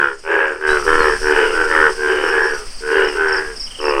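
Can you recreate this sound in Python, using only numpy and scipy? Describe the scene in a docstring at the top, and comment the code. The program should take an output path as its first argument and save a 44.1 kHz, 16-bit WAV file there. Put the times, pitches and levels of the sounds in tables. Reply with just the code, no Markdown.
"""A muddy pool, with bullfrogs croaking in overlapping turns near and far. Each croak is a train of
about 75 pulses a second that slows as the air runs out; a pulse is two snaps of the vocal cords that
ring the vocal sacs and the throat. Behind them insects hiss and buzz in the grass, small birds chirp,
and a breeze rocks the microphone. The background steps up early on, as the microphone moves closer."""
import sys
import numpy as np
from scipy import signal
from scipy.fft import rfft, irfft, next_fast_len
from scipy.io import wavfile
from scipy.ndimage import uniform_filter1d, minimum_filter1d, map_coordinates

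SR = 44100
rng = np.random.default_rng(int(sys.argv[2]) if len(sys.argv) > 2 else 0)


def log_audio(samples):
    """Write samples as a 16-bit WAV file to the path given in sys.argv[1]."""
    # one column per channel
    frames = np.atleast_2d(samples).T
    # limit to full scale, then quantise
    limited = np.clip(frames, -1, 1)
    pcm = np.round(limited * 32767).astype(np.int16)
    wavfile.write(sys.argv[1], SR, pcm)


N = 176400
TIME = np.arange(N) / SR


def amp(db):
    return 10 ** (np.asarray(db) / 20)


def unit_rms(x):
    return x / np.sqrt(np.mean(x ** 2) + 1e-20)


def along(points, hz):
    """Read (frequency, value) points on a log axis."""
    freqs, values = np.transpose(points)
    return np.interp(np.log(hz + 1), np.log(freqs + 1), values)


def curve(points):
    """Read (time, value) points at every sample."""
    return np.interp(TIME, *np.transpose(points))


def filtered(x, response):
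    """Shape x by a gain that depends on frequency."""
    size = next_fast_len(N + SR // 2)
    return irfft(rfft(x, size) * response(np.fft.rfftfreq(size, 1 / SR)), size)[:N]


def noise(spectrum):
    """Coloured noise of rms 1."""
    return unit_rms(filtered(rng.standard_normal(N), lambda hz: amp(along(spectrum, hz))))


def wobble(per_s):
    """A smooth random curve with per_s knots a second."""
    return map_coordinates(rng.standard_normal(4000), [TIME * per_s], mode="wrap")


def minimum_phase(gain):
    """A causal response of energy 1, shaped like gain."""
    cepstrum = irfft(np.log(np.maximum(gain, 1e-6)))
    half = len(cepstrum) // 2
    cepstrum[1:half] *= 2
    cepstrum[half + 1:] = 0
    return np.exp(rfft(cepstrum)) / np.sqrt(np.mean(gain ** 2))


def add(out, start_s, x):
    """Mix x into out from start_s."""
    i = int(np.floor(start_s * SR))
    a, b = max(i, 0), min(i + len(x), N)
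    if b > a:
        out[a:b] += x[a - i:b - i]


def glide(length_s, start_hz, end_hz):
    """A sine that swells and fades as it slides."""
    progress = np.linspace(0, 1, int(length_s * SR))
    phase = 2 * np.pi * np.cumsum(start_hz + (end_hz - start_hz) * progress) / SR
    return np.sqrt(2) * np.sin(np.pi * progress) ** 2 * np.sin(phase)


# Wind on the microphone: (time [s], level [dB])
BREEZE_LEVEL = [(.66, -39.5), (.7, -22), (1.25, -22), (1.4, -30.5)]
# Its rumble: (frequency [Hz], level [dB])
BREEZE_SPECTRUM = [(15, 1.5), (24, -10), (42, -9), (65, -29.5), (130, -33.5), (250, -32), (600, -84)]

def breeze():
    """A breeze rocks the microphone and makes it rumble."""
    return amp(curve(BREEZE_LEVEL)) * noise(BREEZE_SPECTRUM)


# The chorus out in the grass: (frequency [Hz], level [dB])
INSECT_SPECTRUM = [(300, -1), (3000, -0.5), (3900, -11.5), (4900, 6.5), (5500, 6), (6100, -4), (7300, -10),
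                   (8300, 3), (9500, -4.5), (10300, -15), (12000, -22.5), (15500, -25)]
# Its strength at the microphone: (time [s], level [dB])
INSECT_LEVEL = [(.66, -44.5), (.675, -32.5), (1.3, -33), (2.7, -36.5), (4, -38.5)]

def insect_chorus(flutter_db=1.1, move_s=.667, dull_hz=13500):
    """A fluttering hiss, duller on top until the microphone moves closer."""
    chorus = noise(INSECT_SPECTRUM) * amp(curve(INSECT_LEVEL) + flutter_db * wobble(per_s=60))
    distant = filtered(chorus, lambda hz: 1 / (1 + (hz / dull_hz) ** 10))
    return np.where(TIME < move_s, distant, chorus)


def buzz(starts, centre_hz, db, length_s=.13, width_hz=160, octave_db=-23):
    """One insect: bursts of narrow-band noise with a faint octave above."""
    gate = sum(np.sqrt(abs(np.sin(np.pi * np.clip((TIME - s) / length_s, 0, 1)))) for s in starts)
    peak = lambda hz: np.exp(-.5 * ((hz - centre_hz) / width_hz) ** 2)
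    band = filtered(rng.standard_normal(N), lambda hz: peak(hz) + amp(octave_db) * peak(hz / 2))
    return amp(db) * gate * unit_rms(band)


# Buzzes of a lower and a higher insect: (start [s])
LOW_BUZZES = [1.03, 1.18, 2.22, 2.39, 3.56]
HIGH_BUZZES = [0.77, 1.17, 2.49]

def near_insects():
    """Two insects buzz closer to the microphone than the chorus."""
    return buzz(LOW_BUZZES, centre_hz=5410, db=-35.5) + buzz(HIGH_BUZZES, centre_hz=5740, db=-39)


# Reverberation around the pool: (frequency [Hz], time to fall 60 dB [s])
POOL_DECAY = [(200, 0.26), (12000, .12)]

def bank_scatter(x, wet_db):
    """Sound reaches the microphone directly and scattered off the banks and the grass."""
    hz, t, spectra = signal.stft(rng.standard_normal(SR // 3), SR, nperseg=256)
    decay = amp(-60 * t / along(POOL_DECAY, hz)[:, None])
    tail = signal.istft(spectra * decay, SR, nperseg=256)[1]
    return x + amp(wet_db) * signal.fftconvolve(x, tail / np.linalg.norm(tail))[:N]


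# Runs of chirps behind the frogs: (start [s], chirps [count], top pitch [Hz], level [dB])
CHIRP_RUNS = [(2.49, 2, 5360, -37), (2.69, 3, 5410, -36), (2.87, 3, 5470, -36), (3.036, 2, 5960, -27.5),
              (3.277, 3, 5900, -25), (3.553, 3, 5910, -24), (3.802, 3, 5910, -24.5), (3.66, 4, 3450, -36)]
# Faint whistles: (start [s], length [s], start pitch [Hz], end pitch [Hz], level [dB])
WHISTLES = [(.65, .14, 3750, 4150, -38), (.965, .09, 4650, 3950, -37)]
# Pairs of thin pips: (start [s])
PIP_PAIRS = [.14, .305, .465]

def birds(chirp_s=.03, spacing_s=.04, fall_ratio=.75, waver_db=3, pip_hz=6950, pip_db=-51.5):
    """Small birds: falling chirps and whistles waver and scatter; the pips stay steady and dry."""
    song, pips = np.zeros(N), np.zeros(N)
    for start, count, top_hz, db in CHIRP_RUNS:
        chirp = glide(chirp_s, top_hz, top_hz * fall_ratio)
        for k in range(round(count)):
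            add(song, start + k * spacing_s, amp(db - 6 * (k == 0)) * chirp)  # a run opens softer
    for start, length, start_hz, end_hz, db in WHISTLES:
        add(song, start, amp(db) * glide(length, start_hz, end_hz))
    for start in PIP_PAIRS:
        for k in range(2):
            add(pips, start + k * spacing_s, amp(pip_db) * glide(chirp_s, pip_hz, pip_hz))
    song *= amp(waver_db * wobble(per_s=280))
    return bank_scatter(song, wet_db=-1) + pips


# Resonance of the vocal sacs, shared by all the frogs: (frequency [Hz], level [dB])
SAC_SPECTRUM = [(150, -65.5), (260, -41.5), (310, -12.5), (380, -0.5), (455, -0.5), (520, -12),
                (620, -28.5), (1000, -58.5)]
SNAP_GAP_S, GAP_SCATTER = .0021, .07  # between the two snaps of a pulse
RING_LAG_S, RING_SLACK, RING_SCATTER = .00049, .046, .013  # the ring goes flat at low effort and strays
SAC_LEAD_S, JITTER_S, PULSE_SCATTER_DB = .003, .00006, 1.5
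THROAT_TOP_HZ, TREBLE_LAG_S_PER_HZ = 4000, 7e-7
THROAT_POWER = 1.45  # the throat grows faster with effort than the sacs

def frog(croaks, throat_spectrum, ring_width_hz, ring_db, second_snap, wet_db, size=2048):
    """Each pulse swells the sacs, then two vocal cord snaps sound the throat, with one gliding ring."""
    hz, out = np.fft.rfftfreq(size, 1 / SR), np.zeros(N)
    sac = minimum_phase(amp(along(SAC_SPECTRUM, hz)))
    throat = minimum_phase(amp(along(throat_spectrum, hz)))
    delay = lambda s: np.exp(-2j * np.pi * hz * s)
    soft_late_treble = delay(TREBLE_LAG_S_PER_HZ * hz / 2) / (1 + (hz / THROAT_TOP_HZ) ** 10)
    damping = 1j * hz * ring_width_hz
    taper, lead_s = signal.get_window(("tukey", .2), size), size / 4 / SR
    for start, rise, hold, fall, db, rate, slowing, lateness, start_hz, end_hz, sac_db in croaks:
        length, croak = rise + hold + fall, np.zeros(N)
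        t = np.arange(int(length * SR)) / SR
        cycles = np.cumsum(rate - slowing * (t / length) ** lateness) / SR
        pulse_s = np.interp(np.arange(1, cycles[-1]), cycles, t)[:, None]  # one row per pulse
        jitter, loudness, stray = rng.standard_normal((64, 3))[:len(pulse_s)].T[:, :, None]
        effort = np.sin(np.pi / 2 * np.clip(pulse_s / rise, 0, 1))
        effort *= np.clip((length - pulse_s) / fall, 0, 1)

        ring_hz = start_hz + (end_hz - start_hz) * (pulse_s / length) ** lateness
        ring_hz *= 1 - RING_SLACK * (1 - effort) + RING_SCATTER * stray
        ring = (damping / (ring_hz ** 2 - hz ** 2 + damping)) ** 2
        ring = 1j * ring / np.sqrt(np.mean(abs(ring) ** 2, axis=1, keepdims=True))
        gap = SNAP_GAP_S * (1 + GAP_SCATTER * stray)
        snaps = (delay(SNAP_GAP_S - gap) + second_snap * delay(SNAP_GAP_S)) / np.hypot(1, second_snap)
        voice = (snaps * throat + amp(ring_db) * ring * delay(RING_LAG_S)) * soft_late_treble
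        spectra = amp(sac_db) * effort * sac * delay(-SAC_LEAD_S) + effort ** THROAT_POWER * voice

        onsets = start + pulse_s + JITTER_S * jitter - lead_s
        gain = amp(db + PULSE_SCATTER_DB * loudness) * np.sqrt(SR / rate)
        pulses = gain * irfft(spectra * delay(lead_s + onsets * SR % (1 / SR)))
        for onset, pulse in zip(onsets[:, 0], pulses):
            add(croak, onset, pulse * taper)
        out += bank_scatter(croak, wet_db)
    return out


# Croaks around the pool, ending with the frog nearest the microphone:
# (start [s], rise [s], hold [s], fall [s], level [dB], rate [pulses/s], rate lost by the end [pulses/s],
#  lateness of slowing and glide [exponent, 1 = even], ring start [Hz], ring end [Hz], sac level [dB])
FAR_CROAKS = [(.27, 0.055, 0.085, .19, -27, 87.44, 19.3, 1.02, 1690, 1614, 1.1),
              (1.48, 0.092, .05, 0.14, -27, 85.24, 15.6, 1.42, 1500, 1460, 4),
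              (2.2, 0.072, 0.071, 0.14, -26, 81.95, 12, 1.27, 1500, 1520, 3.6),
              (2.28, 0.075, 0.083, .15, -28.5, 80.94, 7.8, 1.5, 1730, 1720, 1.1),
              (2.4, .07, .04, 0.17, -33.5, 74.75, 11, 2.7, 1433, 1200, 1.1),
              (3.12, 0.099, 0.078, .16, -28.5, 81.23, 9.9, 1.58, 1506, 1610, 3.6),
              (3.22, 0.075, 0.075, 0.21, -31, 81.43, 9.8, 1.42, 1714, 1700, 0.54)]
DEEP_CROAKS = [(.225, .11, .09, .2, -24, 80, 5, 1, 1670, 1660, -2.9),
               (3.775, .13, .11, .1, -21.5, 75.96, 20, 2, 1300, 1200, 0.2)]
SHRILL_CROAKS = [(1.27, 0.12, 0.065, 0.16, -22.5, 79.5, 6.65, 0.63, 2960, 2880, 0.9),
                 (2.03, 0.088, 0.12, .17, -26, 80.32, 8.7, .6, 3020, 2930, 1.3),
                 (2.88, .1, .07, .18, -23.5, 81.05, 11, 1.1, 2890, 2860, 2.6)]
BANK_CROAKS = [(.585, 0.11, .07, .11, -24.5, 77.27, 8.4, 1.94, 1612, 1270, 0.5),
               (.95, .13, 0.069, 0.052, -30.5, 77.8, 5.9, 1.06, 1830, 1590, 1),
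               (1.19, .13, 0.078, .13, -23.5, 76.55, 10.8, 2.2, 1623, 1440, 5),
               (1.94, .13, .06, .17, -29, 77.1, 8, 1.1, 1607, 1560, 7),
               (2.795, .15, 0.067, .1, -27.5, 75.35, 8.5, 3.34, 1576, 1520, 6)]
NEAR_CROAKS = [(-.0555, 0.039, 0.055, .125, -19.5, 75.44, 9.1, 0.74, 1600, 1460, -4.5),
               (.8395, 0.061, .18, .035, -16.5, 79.18, 9.7, 5.3, 1420, 1230, 0),
               (1.6487, 0.13, 0.096, .04, -16.5, 79.5, 7.5, 3, 1814, 1204, -2)]
# Their throat resonances: (frequency [Hz], level [dB])
DEEP_THROAT = [(300, -33), (520, 3), (680, -7), (900, -1), (1550, 1.5), (1950, -10.5), (2750, -4.5),
               (3600, -35)]
SHRILL_THROAT = [(300, -28.5), (800, -3.5), (1300, -3), (1600, 1.5), (2000, -5.5), (3100, -12.5),
                 (3600, -25)]
BANK_THROAT = [(250, -43.5), (600, -3), (850, 8.5), (1150, 7.5), (1850, 1.5), (2200, 0), (3100, -2.5),
               (3600, -20.5)]
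NEAR_THROAT = [(250, -24), (650, -10), (900, -4.5), (1200, 3.5), (1850, -1.5), (2300, -17), (3200, -12.5),
               (3600, -31)]

def bullfrogs():
    """Five voices around the water: the nearest is driest, the farthest carries the most scatter."""
    near = frog(NEAR_CROAKS, NEAR_THROAT, ring_width_hz=310, ring_db=.5, second_snap=1.25, wet_db=-5.5)
    bank = frog(BANK_CROAKS, BANK_THROAT, ring_width_hz=202, ring_db=6.5, second_snap=.39, wet_db=-3.5)
    shrill = frog(SHRILL_CROAKS, SHRILL_THROAT, ring_width_hz=190, ring_db=-7, second_snap=.38, wet_db=-5)
    far = frog(FAR_CROAKS, BANK_THROAT, ring_width_hz=184, ring_db=7, second_snap=.35, wet_db=-2.5)
    deep = frog(DEEP_CROAKS, DEEP_THROAT, ring_width_hz=320, ring_db=-2, second_snap=.39, wet_db=-4)
    return far + deep + shrill + bank + near


def scene():
    """One microphone by the pool: frogs in front; birds, insects and breeze behind."""
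    return (bullfrogs() + birds() + insect_chorus() + near_insects() + breeze())[None]


def record(dry, ceiling=.99, limiter_s=.001, top_hz=16000):
    """A fast limiter holds the loudest pulses near full scale; nothing above top_hz passes."""
    window = int(limiter_s * SR)
    needed_gain = ceiling / np.maximum(abs(dry[0]), ceiling)
    gain = uniform_filter1d(minimum_filter1d(needed_gain, window), window)
    return filtered(dry[0] * gain, lambda hz: hz < top_hz)[None]


dry = scene()
out = record(dry)
log_audio(out)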